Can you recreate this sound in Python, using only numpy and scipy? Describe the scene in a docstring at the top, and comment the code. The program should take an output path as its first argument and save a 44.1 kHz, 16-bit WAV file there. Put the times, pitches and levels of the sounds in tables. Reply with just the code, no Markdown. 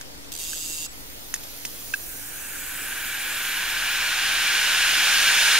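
"""An open hard drive, held near a camera, starts up: its motor buzzes in pulses while it finds its rotor.
Then the platters gather speed, and rubbing and motor steps ring them; short tones and rising whines stand out.
Noise shaped by the hollows of the casing makes a swelling rush of air. The arm clicks now and then:
each click is a thud, a ring of the casing and a rattle. Behind it all, filtered noise makes a murmur of fans."""
import sys
import numpy as np
from scipy import signal
from scipy.io import wavfile
from scipy.ndimage import uniform_filter1d, map_coordinates

SR = 44100
rng = np.random.default_rng(int(sys.argv[2]) if len(sys.argv) > 2 else 0)


def invert_db(level):
    """Linear amplitude ratio for a level in decibels (20 dB per decade), elementwise."""
    return 10 ** (np.asarray(level, dtype=float) / 20)


def persist_wave(psi):
    """Save psi, clipped to +-1, as 16-bit WAV."""
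    counts = np.round(np.clip(psi, -1, 1) * 32767).astype(np.int16)
    wavfile.write(sys.argv[1], SR, np.atleast_2d(counts).T)


N = 246519

# Frequencies [Hz] and frame times [s] of the short-time spectra
HZ, T = np.fft.rfftfreq(1024, 1 / SR), np.arange(N // 256 + 5) * 256 / SR
STEP_HZ = 987  # motor steps a second at full speed

# How alike the drive's noise is in the two ears: f/Hz, likeness (1 same, 0 unrelated, -1 opposite)
DRIVE_LIKENESS = [(130, 0.14), (640, 0.92), (1410, 1), (3100, 0.81), (4700, 0.97), (6800, 0.004),
                  (10000, 0.46), (15000, 0.78)]
# How much louder the drive is on the left than on the right: f/Hz, level difference/dB
DRIVE_LEFT_DB = [(60, 3), (180, -5), (550, 3.5), (1650, 1.5), (4970, -2.5), (15000, -4)]
# How far the left ear is ahead in phase: f/Hz, lead/radians
DRIVE_LEAD_RAD = [(500, -0.41), (3700, -0.36), (4650, -1.87), (5250, -1.2), (5860, -0.69), (7800, -0.54),
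                  (10100, -0.94), (12000, -0.87)]


def buzz():
    """Each current pulse shakes the motor frame with a burst of chopped force, partly the same each time."""
    # Frame modes, louder or softer as the drive is turned: f/Hz, width/Hz, early lift/dB, later lift/dB
    frame_modes = [(2740, 55, 7, 13), (3060, 80, 6, 3), (3370, 90, 8, 3), (3730, 90, 3, 6),
                   (4640, 70, 9, 5), (4935, 80, 3, 9), (5990, 70, 11, 6), (6430, 60, 7, 6),
                   (6582, 50, 4, 8), (6745, 110, 5, 13), (7054, 60, 8, 5), (7380, 60, 5, 10),
                   (7750, 50, 12, 15), (8150, 80, 5, 11), (8323, 50, 9, 6), (8700, 250, 7, 0),
                   (9306, 70, 11, 8)]
    pulse_hz, first_pulse_s = 161.1, 0.3185
    start_s, end_s, fade_s = 0.318, 0.866, 0.013
    force_db, repeated = -34, 0.53  # level before bursts and frame; share of power that repeats
    t = np.arange(N) / SR
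    pulses = (t - first_pulse_s) * pulse_hz
    place = pulses % 1
    burst = 0.45 + np.exp(-((place - 0.35) / 0.3) ** 2)
    # Early on, every second pulse is weak
    weak = (pulses >= 2) & (pulses < 11) & (pulses % 2 < 1)
    burst = burst * np.where(weak, 0.2, 1)

    # The repeating pattern wanders as the rotor creeps
    patterns = rng.standard_normal((14, 3, round(SR / pulse_hz) + 1))
    drift = np.clip((t - start_s) / (end_s - start_s), 0, 1) * 13
    at = np.round(place * SR / pulse_hz)
    same = np.array([map_coordinates(patterns[:, k], [drift, at], order=1) for k in range(3)])
    fresh = rng.standard_normal((3, N))
    force = np.sqrt(repeated) * evened(same) + np.sqrt(1 - repeated) * fresh

    # The two ears hear different parts of the frame
    ears = 0.65 * force[0] + 0.85 * force[1:]
    running = (t > start_s) & (t < end_s)
    fade = np.clip(0.5 + 0.5 * (end_s - t) / fade_s, 0, 1)  # down to half, then it stops
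    ears = ears * burst * invert_db(force_db) * running * fade

    # The hand turns the drive between these times [s], from one set of lifts to the other
    turned = np.interp(t, [0.33, 0.62], [0, 1])
    first, later = (frame_ring(np.array(frame_modes)[:, [0, 1, k]]) for k in (2, 3))
    rung = signal.oaconvolve(ears * (1 - turned), first, axes=1)
    rung = rung + signal.oaconvolve(ears * turned, later, axes=1)
    return invert_db([[1.5], [4]]) * rung[:, :N]  # left and right gain [dB]


def frame_ring(modes):
    """How the frame rings after one knock: its resonances as an impulse response of energy 1."""
    # Overall colour of the force from the motor coils: f/Hz, relative level/dB
    coil_colour = [(1300, -19.5), (2300, -16), (2700, -10), (4500, -5.5), (5600, -5.5), (6700, -6),
                   (9200, -6.5), (9800, -5.5), (13500, -5), (15700, -8)]
    hz = np.fft.rfftfreq(4096, 1 / SR)
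    size = invert_db(read(coil_colour, hz)) * np.sqrt(1 + 1.7 * humps(modes, hz))
    log_size = np.log(np.maximum(size, 1e-4))
    # Minimum phase: the ring starts at the knock, never before it
    circle = np.r_[log_size, log_size[-2:0:-1]]
    body = np.fft.ifft(np.exp(circle - 1j * signal.hilbert(circle).imag)).real[:2048]
    return body[None] / np.linalg.norm(body)


def speed(t):
    """Platter speed as a share of full speed, which it approaches ever more slowly."""
    start_s, time_constant_s = 0.88, 8
    return 1 - np.exp(-np.maximum(t - start_s, 1e-4) / time_constant_s)


def hiss():
    """Rubbing heads and motor steps ring the platters; how the drive is held decides which modes are heard."""
    # How the drive is held: t/s, pose (0 edge on, 1 tilted, 2 face on)
    held = [(.93, .6), (1.15, 0.93), (1.45, 0.41), (1.95, 0.8), (2.3, 1.35), (2.75, 1.6), (3.7, 2),
            (4.1, 1.5), (5.59, 0.7)]
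    # Smooth noise heard from the side: f/Hz, relative level/dB
    side_bed = [(900, -10), (2000, -8), (3500, -3), (5500, -1.5), (8000, -13), (11000, -13.5), (15700, -22)]
    # Smooth noise heard from the front: f/Hz, relative level/dB
    front_bed = [(900, -34), (2000, -61), (4000, -48), (5500, -12), (7000, 0.5), (11000, -5), (15700, -5)]
    # Platter modes heard from the side: f/Hz, width/Hz, relative level/dB
    edge_modes = [(6840, 60, -27), (9100, 110, -8), (11640, 66, 8), (13000, 160, -2), (13000, 150, 1),
                  (15200, 90, -3), (15200, 73, -4)]
    # Platter modes heard half-way through the turn: f/Hz, width/Hz, relative level/dB
    tilted_modes = [(2580, 60, -6), (6000, 40, -2), (8740, 60, 1), (9320, 160, 2), (10130, 90, 4),
                    (12100, 200, -1), (12960, 200, 4), (14060, 220, 4), (14850, 80, 0), (15150, 120, 1),
                    (15620, 150, 2)]
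    # Platter modes heard from the front: f/Hz, width/Hz, relative level/dB
    face_modes = [(6000, 35, 2), (6520, 60, -1), (6760, 90, 3), (7086, 35, 1), (7370, 50, -1),
                  (8440, 90, 1), (8600, 60, -1), (9270, 110, 3), (10095, 110, 8.5), (11225, 200, 3),
                  (12290, 130, 5), (13030, 170, 4), (13560, 120, -1), (13980, 170, 4), (14400, 150, 0)]
    rub_db, rub_power = -23.5, 0.76  # level setting for full speed; growth as a power of speed
    rub_start_s, least_speed = 0.916, 0.038
    step_db = -10  # steps against the rubbing before lift-off

    pose = np.clip(np.interp(T, *np.transpose(held)), 0, 2)
    side, front = invert_db(read(side_bed)) ** 2, invert_db(read(front_bed)) ** 2
    edge_view = side + humps(edge_modes)
    tilted_view = np.sqrt(side * front) + humps(tilted_modes)
    face_view = front + humps(face_modes)
    views = edge_view, tilted_view, face_view
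    power = sum(np.outer(view, np.maximum(1 - abs(pose - k), 0)) for k, view in enumerate(views))

    level_db = rub_db + rub_power * 20 * np.log10(np.maximum(speed(T), least_speed))
    level_db = np.where(T > rub_start_s, level_db, -90)
    size = levelled(np.sqrt(power), level_db)
    # The heads rise on their air cushion between 3.44 and 4.17 s and rub 6 dB less
    lift_off = invert_db(np.interp(T, [3.44, 4.17], [0, -6]))
    rubbed = field(size * lift_off, DRIVE_LIKENESS, DRIVE_LEFT_DB, DRIVE_LEAD_RAD, patchy_db=2.5)
    return rubbed + placed(steps(), size * np.sqrt(len(HZ)) * invert_db(step_db))


def steps():
    """One short jolt for each motor step, at its exact moment; the power is about 1 at any speed."""
    jolt_s = 0.002  # time for a jolt to shrink to about a third
    turns = np.cumsum(STEP_HZ * speed(np.arange(N) / SR)) / SR
    at = np.interp(np.arange(1, int(turns[-1]) - 1), turns, np.arange(N))
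    # A step between two samples is spread over its neighbours
    near = np.floor(at)[:, None] + np.arange(-15, 17)
    size = np.sqrt(SR / (STEP_HZ * speed(at / SR)))[:, None]
    ticks = np.zeros(N)
    np.add.at(ticks, near.astype(int), size * np.sinc(near - at[:, None]) * np.hanning(32))
    # Every step shakes the frame alike
    jolt = rng.standard_normal(300) * np.exp(-np.arange(300) / SR / jolt_s)
    return signal.oaconvolve(ticks, jolt / np.linalg.norm(jolt))[:N]


def tones():
    """One platter mode splits into two tones as it spins; multiples of the step rate whine upward."""
    # Moments when the split mode sings, level before placing: start t/s, length/s, level/dB
    songs = [(.865, .07, -49), (1.70, .08, -55), (2.05, .1, -53), (2.19, .08, -54), (2.405, .1, -46),
             (2.545, .17, -46), (2.735, .14, -43), (2.9, .14, -51), (3.05, .1, -46), (3.21, .06, -49),
             (3.3, .1, -45), (3.5, .07, -48), (3.95, .14, -49)]
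    # Whines, level before placing: middle t/s, multiple of the step rate, length/s, level/dB
    whines = [(2.43, 15.05, .26, -51), (3.76, 48, .25, -50), (3.98, 48, .3, -45)]
    rest_hz, up_hz, down_hz = 7780, 55, -410  # at rest, and the two shifts at full speed
    edge_s, whine_width_hz = 0.02, 12

    t = np.arange(N) / SR
    size = np.zeros(N)
    for start, length, db in songs:
        fade = np.clip(np.minimum(t - start, start + length - t) / edge_s, 0, 1)
        size = size + invert_db(db) * fade
    hz = rest_hz + np.outer([up_hz, down_hz], speed(t))
    out = size * np.sin(2 * np.pi * np.cumsum(hz, axis=1) / SR).sum(0)
    for middle, multiple, length, db in whines:
        place = np.clip((t - middle) / length, -0.5, 0.5)
        whine_hz = multiple * STEP_HZ * speed(middle + place * length)
        whine = resonate(rng.standard_normal(N), whine_hz, whine_width_hz)
        out = out + invert_db(db) * np.cos(np.pi * place) * evened(whine)
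    return out


def rush():
    """Turbulent air in the hollows of the casing; the faster the platters, the louder and brighter."""
    # Colour of the air noise at its last level: f/Hz, relative level/dB
    air_colour = [(88, -46), (150, -28), (274, -26), (511, -23), (864, -15), (1250, -11), (1640, -1.5),
                  (2030, -6.5), (2830, -2), (4700, -7), (7350, -10.5), (7950, -14), (9470, -12),
                  (13400, -25), (15700, -40)]
    # Hollows of the casing: f/Hz, width/Hz, lift setting/dB
    hollows = [(810, 160, -1), (1600, 130, 0), (1500, 180, 1.5), (2355, 135, 4), (2730, 220, -2.5)]
    # Level setting, and growth as a power of the speed above the share where the air turns turbulent
    rush_db, rush_power, onset = 1.94, 1.868, 0.1
    level_db = rush_db + rush_power * 20 * np.log10(np.maximum(speed(T) - onset, 1e-3))
    # dB below the last level; beyond 38 dB the colour no longer changes
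    slowness = np.minimum(level_db[-1] - level_db, 38)
    octaves = np.log2((HZ[:, None] + 1) / 1600)
    dulling_db = slowness * np.where(octaves > 0, 0.28 * octaves, -0.06 * octaves)
    # Slow air sings more purely in the hollows
    lift = 1 + np.outer(humps(hollows), 0.85 + 0.03 * slowness)
    shape = invert_db(read(air_colour)[:, None] - dulling_db) * np.sqrt(lift)
    return field(levelled(shape, level_db), DRIVE_LIKENESS, DRIVE_LEFT_DB, DRIVE_LEAD_RAD, patchy_db=0.32)


def clicks():
    """A thud that swells and fades in the hand-damped casing, its ring, and a rattle on the arm's modes."""
    # Clicks, thud peak before filtering: t/s, level/dB, thud f/Hz, thud length/s, rattle against thud/dB
    arm_clicks = [(0.011, -37, 1600, 0.0019, 13), (.245, -41, 3440, 0.0016, 1),
                  (0.532, -31, 1590, 0.0034, 0), (0.864, -39.5, 1400, 0.0026, 10),
                  (0.93, -48, 1600, .001, 10), (1.3399, -17.5, 1820, 0.00086, 7),
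                  (1.342, -36, 1830, 0.0058, 0), (1.361, -31, 1840, .0008, 5),
                  (1.435, -42, 2800, 0.00064, 16.5), (1.651, -21, 2420, 0.0005, 4.5),
                  (1.655, -37, 2060, 0.0028, 6), (1.938, -15, 1594, 0.0074, -0.5)]
    # Modes of the arm: f/Hz, relative level/dB, time to fade by 60 dB/s
    arm_modes = [(3100, -7, .006), (3650, -4, .007), (4200, -3, .006), (4810, -1, .008), (5270, 0, .01),
                 (6200, -1, .01), (7000, -2, .007), (7500, -2, .007), (8670, -2, .008), (9800, -3, .008),
                 (10630, -3, .008), (11700, -4, .008), (13500, -7, .006)]
    casing_hz, casing_t60_s = 2600, 0.033

    out, t = np.zeros(N), np.arange(3000) / SR
    casing = invert_db(-60 * t / casing_t60_s) * np.sin(2 * np.pi * casing_hz * t)
    # A few hard hits, then a faint scrape
    settling = np.exp(-t[:900] / 0.0018) + 0.3 * np.exp(-t[:900] / 0.013)
    chatter = rng.standard_normal((len(arm_clicks), 900)) ** 3 * settling
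    for (start, db, hz, length, rattle_db), hits in zip(arm_clicks, chatter):
        swell = 1 - np.exp(-4 * t / length)
        thud = swell * np.exp(-(t / length) ** 1.7) * np.sin(2 * np.pi * hz * t)
        # A longer thud rings the casing more: 3 dB for each doubling
        ring_db = -8.5 + 3 * np.log2(length / 0.002)
        # A shorter, harder blow reaches higher modes [dB per octave]
        bright_db = 1.8 * np.log2(0.0032 / length)
        arm = np.zeros(len(t))
        for k, (f, level, t60) in enumerate(arm_modes):
            mode_db = level + bright_db * np.log2(f / 4000) - 60 * t / t60
            arm += (-1) ** k * invert_db(mode_db) * np.sin(2 * np.pi * f * t)
        rattle = signal.oaconvolve(hits, arm)[:len(t)]
        sound = thud / abs(thud).max() + invert_db(ring_db) * casing
        sound = sound + invert_db(rattle_db) * rattle / abs(rattle).max()
        out[round(start * SR):][:len(t)] += invert_db(db) * sound
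    # A small object sheds little bass
    return signal.sosfilt(signal.butter(2, 700, "high", fs=SR, output="sos"), out)


def room():
    """Steady murmur of fans: broad noise plus a few fuzzy tones made by narrow resonances."""
    # Colour of the murmur: f/Hz, relative level/dB
    murmur_colour = [(8.8, -38), (15, 3), (22, -15), (145, -14.5), (178, -25), (275, -10.5), (390, -19),
                     (478, -16.5), (881, -19.5), (1110, -22), (2110, -19.5), (2510, -21.5), (4240, -20.5),
                     (15700, -29.5)]
    # Likeness of the two ears: f/Hz, likeness (-1 to 1)
    murmur_likeness = [(25, .75), (60, 0.22), (130, -0.17), (290, 0.0054), (600, -0.23), (1650, -0.51),
                       (5000, -0.43), (15000, 0.047)]
    # Left against right: f/Hz, level difference/dB
    murmur_left = [(60, 3), (380, 2.0), (2380, 0), (15000, 0.5)]
    # Fuzzy fan tones: f/Hz, width/Hz, level/dB, likeness of the two ears (-1 to 1)
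    fan_tones = [(27, 4.1, -58, 1), (46.3, 7.4, -53.5, 0.039), (126.5, 20, -55, -0.6),
                 (284.7, 8.3, -59, 0.031), (471, 17, -69, 0.68)]
    murmur = levelled(invert_db(read(murmur_colour))[:, None], -40)
    out = field(murmur, murmur_likeness, murmur_left, [(1, 0)], patchy_db=1.5)
    for hz, width, db, like in fan_tones:
        one, other = evened(resonate(rng.standard_normal((2, N)), hz, width))
        out = out + invert_db(db) * np.array([one, like * one + np.sqrt(1 - like ** 2) * other])
    return out


def evened(x):
    """Scales to rms 1."""
    return x / np.sqrt(np.mean(x ** 2) + 1e-20)


def read(points, hz=HZ):
    """Reads a spectrum table along a log-frequency axis, since hearing follows ratios of frequency."""
    f, value = np.transpose(points)
    return np.interp(np.log(hz + 1), np.log(f + 1), value)


def humps(modes, hz=HZ):
    """Power of a set of resonances, each a hump around its own frequency."""
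    return sum(invert_db(db) ** 2 / (1 + (2 * (hz - f) / w) ** 2) for f, w, db in modes)


def resonate(x, hz, width):
    """A resonance of gain 1: shifts hz down to zero, smooths, and shifts back."""
    turn = np.exp(2j * np.pi * np.cumsum(hz * np.ones(N)) / SR)
    r = np.exp(-np.pi * width / SR)
    return 2 * (turn * signal.lfilter([1 - r], [1, -r], x / turn)).real


def levelled(shape, level_db):
    """Scales each frame of magnitudes so that their squares add up to the wanted power."""
    return shape / np.sqrt((shape ** 2).sum(0)) * invert_db(level_db)


def field(size, same, left, lead, patchy_db):
    """Two-ear noise shaped by short-time magnitudes, with random louder and softer patches."""
    a, b, c, d, patches = rng.standard_normal((len(T), len(HZ), 5)).T
    patches = uniform_filter1d(patches, size=10, axis=0)  # along frequency
    patches = evened(uniform_filter1d(patches, size=8, axis=1))  # along time
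    like = read(same)[:, None]
    one = a + 1j * b
    other = like * one + np.sqrt(1 - like ** 2) * (c + 1j * d)
    side = (invert_db(read(left) / 2) * np.exp(0.5j * read(lead)))[:, None]
    z = np.array([one * side, other / side]) * size * invert_db(patchy_db * patches)
    return signal.istft(z, nperseg=1024, noverlap=768)[1][:, :N]


def placed(x, size):
    """Colours one signal by short-time magnitudes and gives it the drive's place between the ears."""
    z = signal.stft(np.pad(x, (0, 2048)), nperseg=1024, noverlap=768)[2][:, :len(T)]
    side = (invert_db(read(DRIVE_LEFT_DB) / 2) * np.exp(0.5j * read(DRIVE_LEAD_RAD)))[:, None]
    return signal.istft(np.array([z * side, z / side]) * size, nperseg=1024, noverlap=768)[1][:, :N]


def from_drive(x, spread):
    """A near source: direct sound a little later on the left, plus early reflections that differ by ear."""
    taps = rng.standard_normal((2, 900)) * invert_db(-60 * np.arange(900) / SR / 0.018)
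    taps *= spread / np.linalg.norm(taps[0])
    taps[[0, 1], [2, 0]] = invert_db([-1, 1])  # direct sound: left 2 samples late and softer
    return signal.oaconvolve(x[None], taps, axes=1)[:, :N]


def scene():
    """The drive in the hands, over the room."""
    drive = buzz() + hiss() + placed(tones(), 0.85) + rush()
    return drive + from_drive(clicks(), 0.35) + room()


def top_cut(x):
    """Nothing passes above the cut-off."""
    return signal.sosfilt(signal.butter(12, 17090, fs=SR, output="sos"), x)


def record(dry):
    """The camera filters out a narrow band and the top of the treble, and adds a small offset."""
    notch_hz, notch_width_hz, top_hz = 7915, 170, 15700
    notched = signal.lfilter(*signal.iirnotch(notch_hz, notch_hz / notch_width_hz, SR), dry)
    lowpass = signal.firwin(801, top_hz, window=("kaiser", 9), fs=SR)
    limited = signal.oaconvolve(notched, lowpass[None], "same")
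    return top_cut(limited - 0.0043)


dry = scene()
out = record(dry)
persist_wave(out)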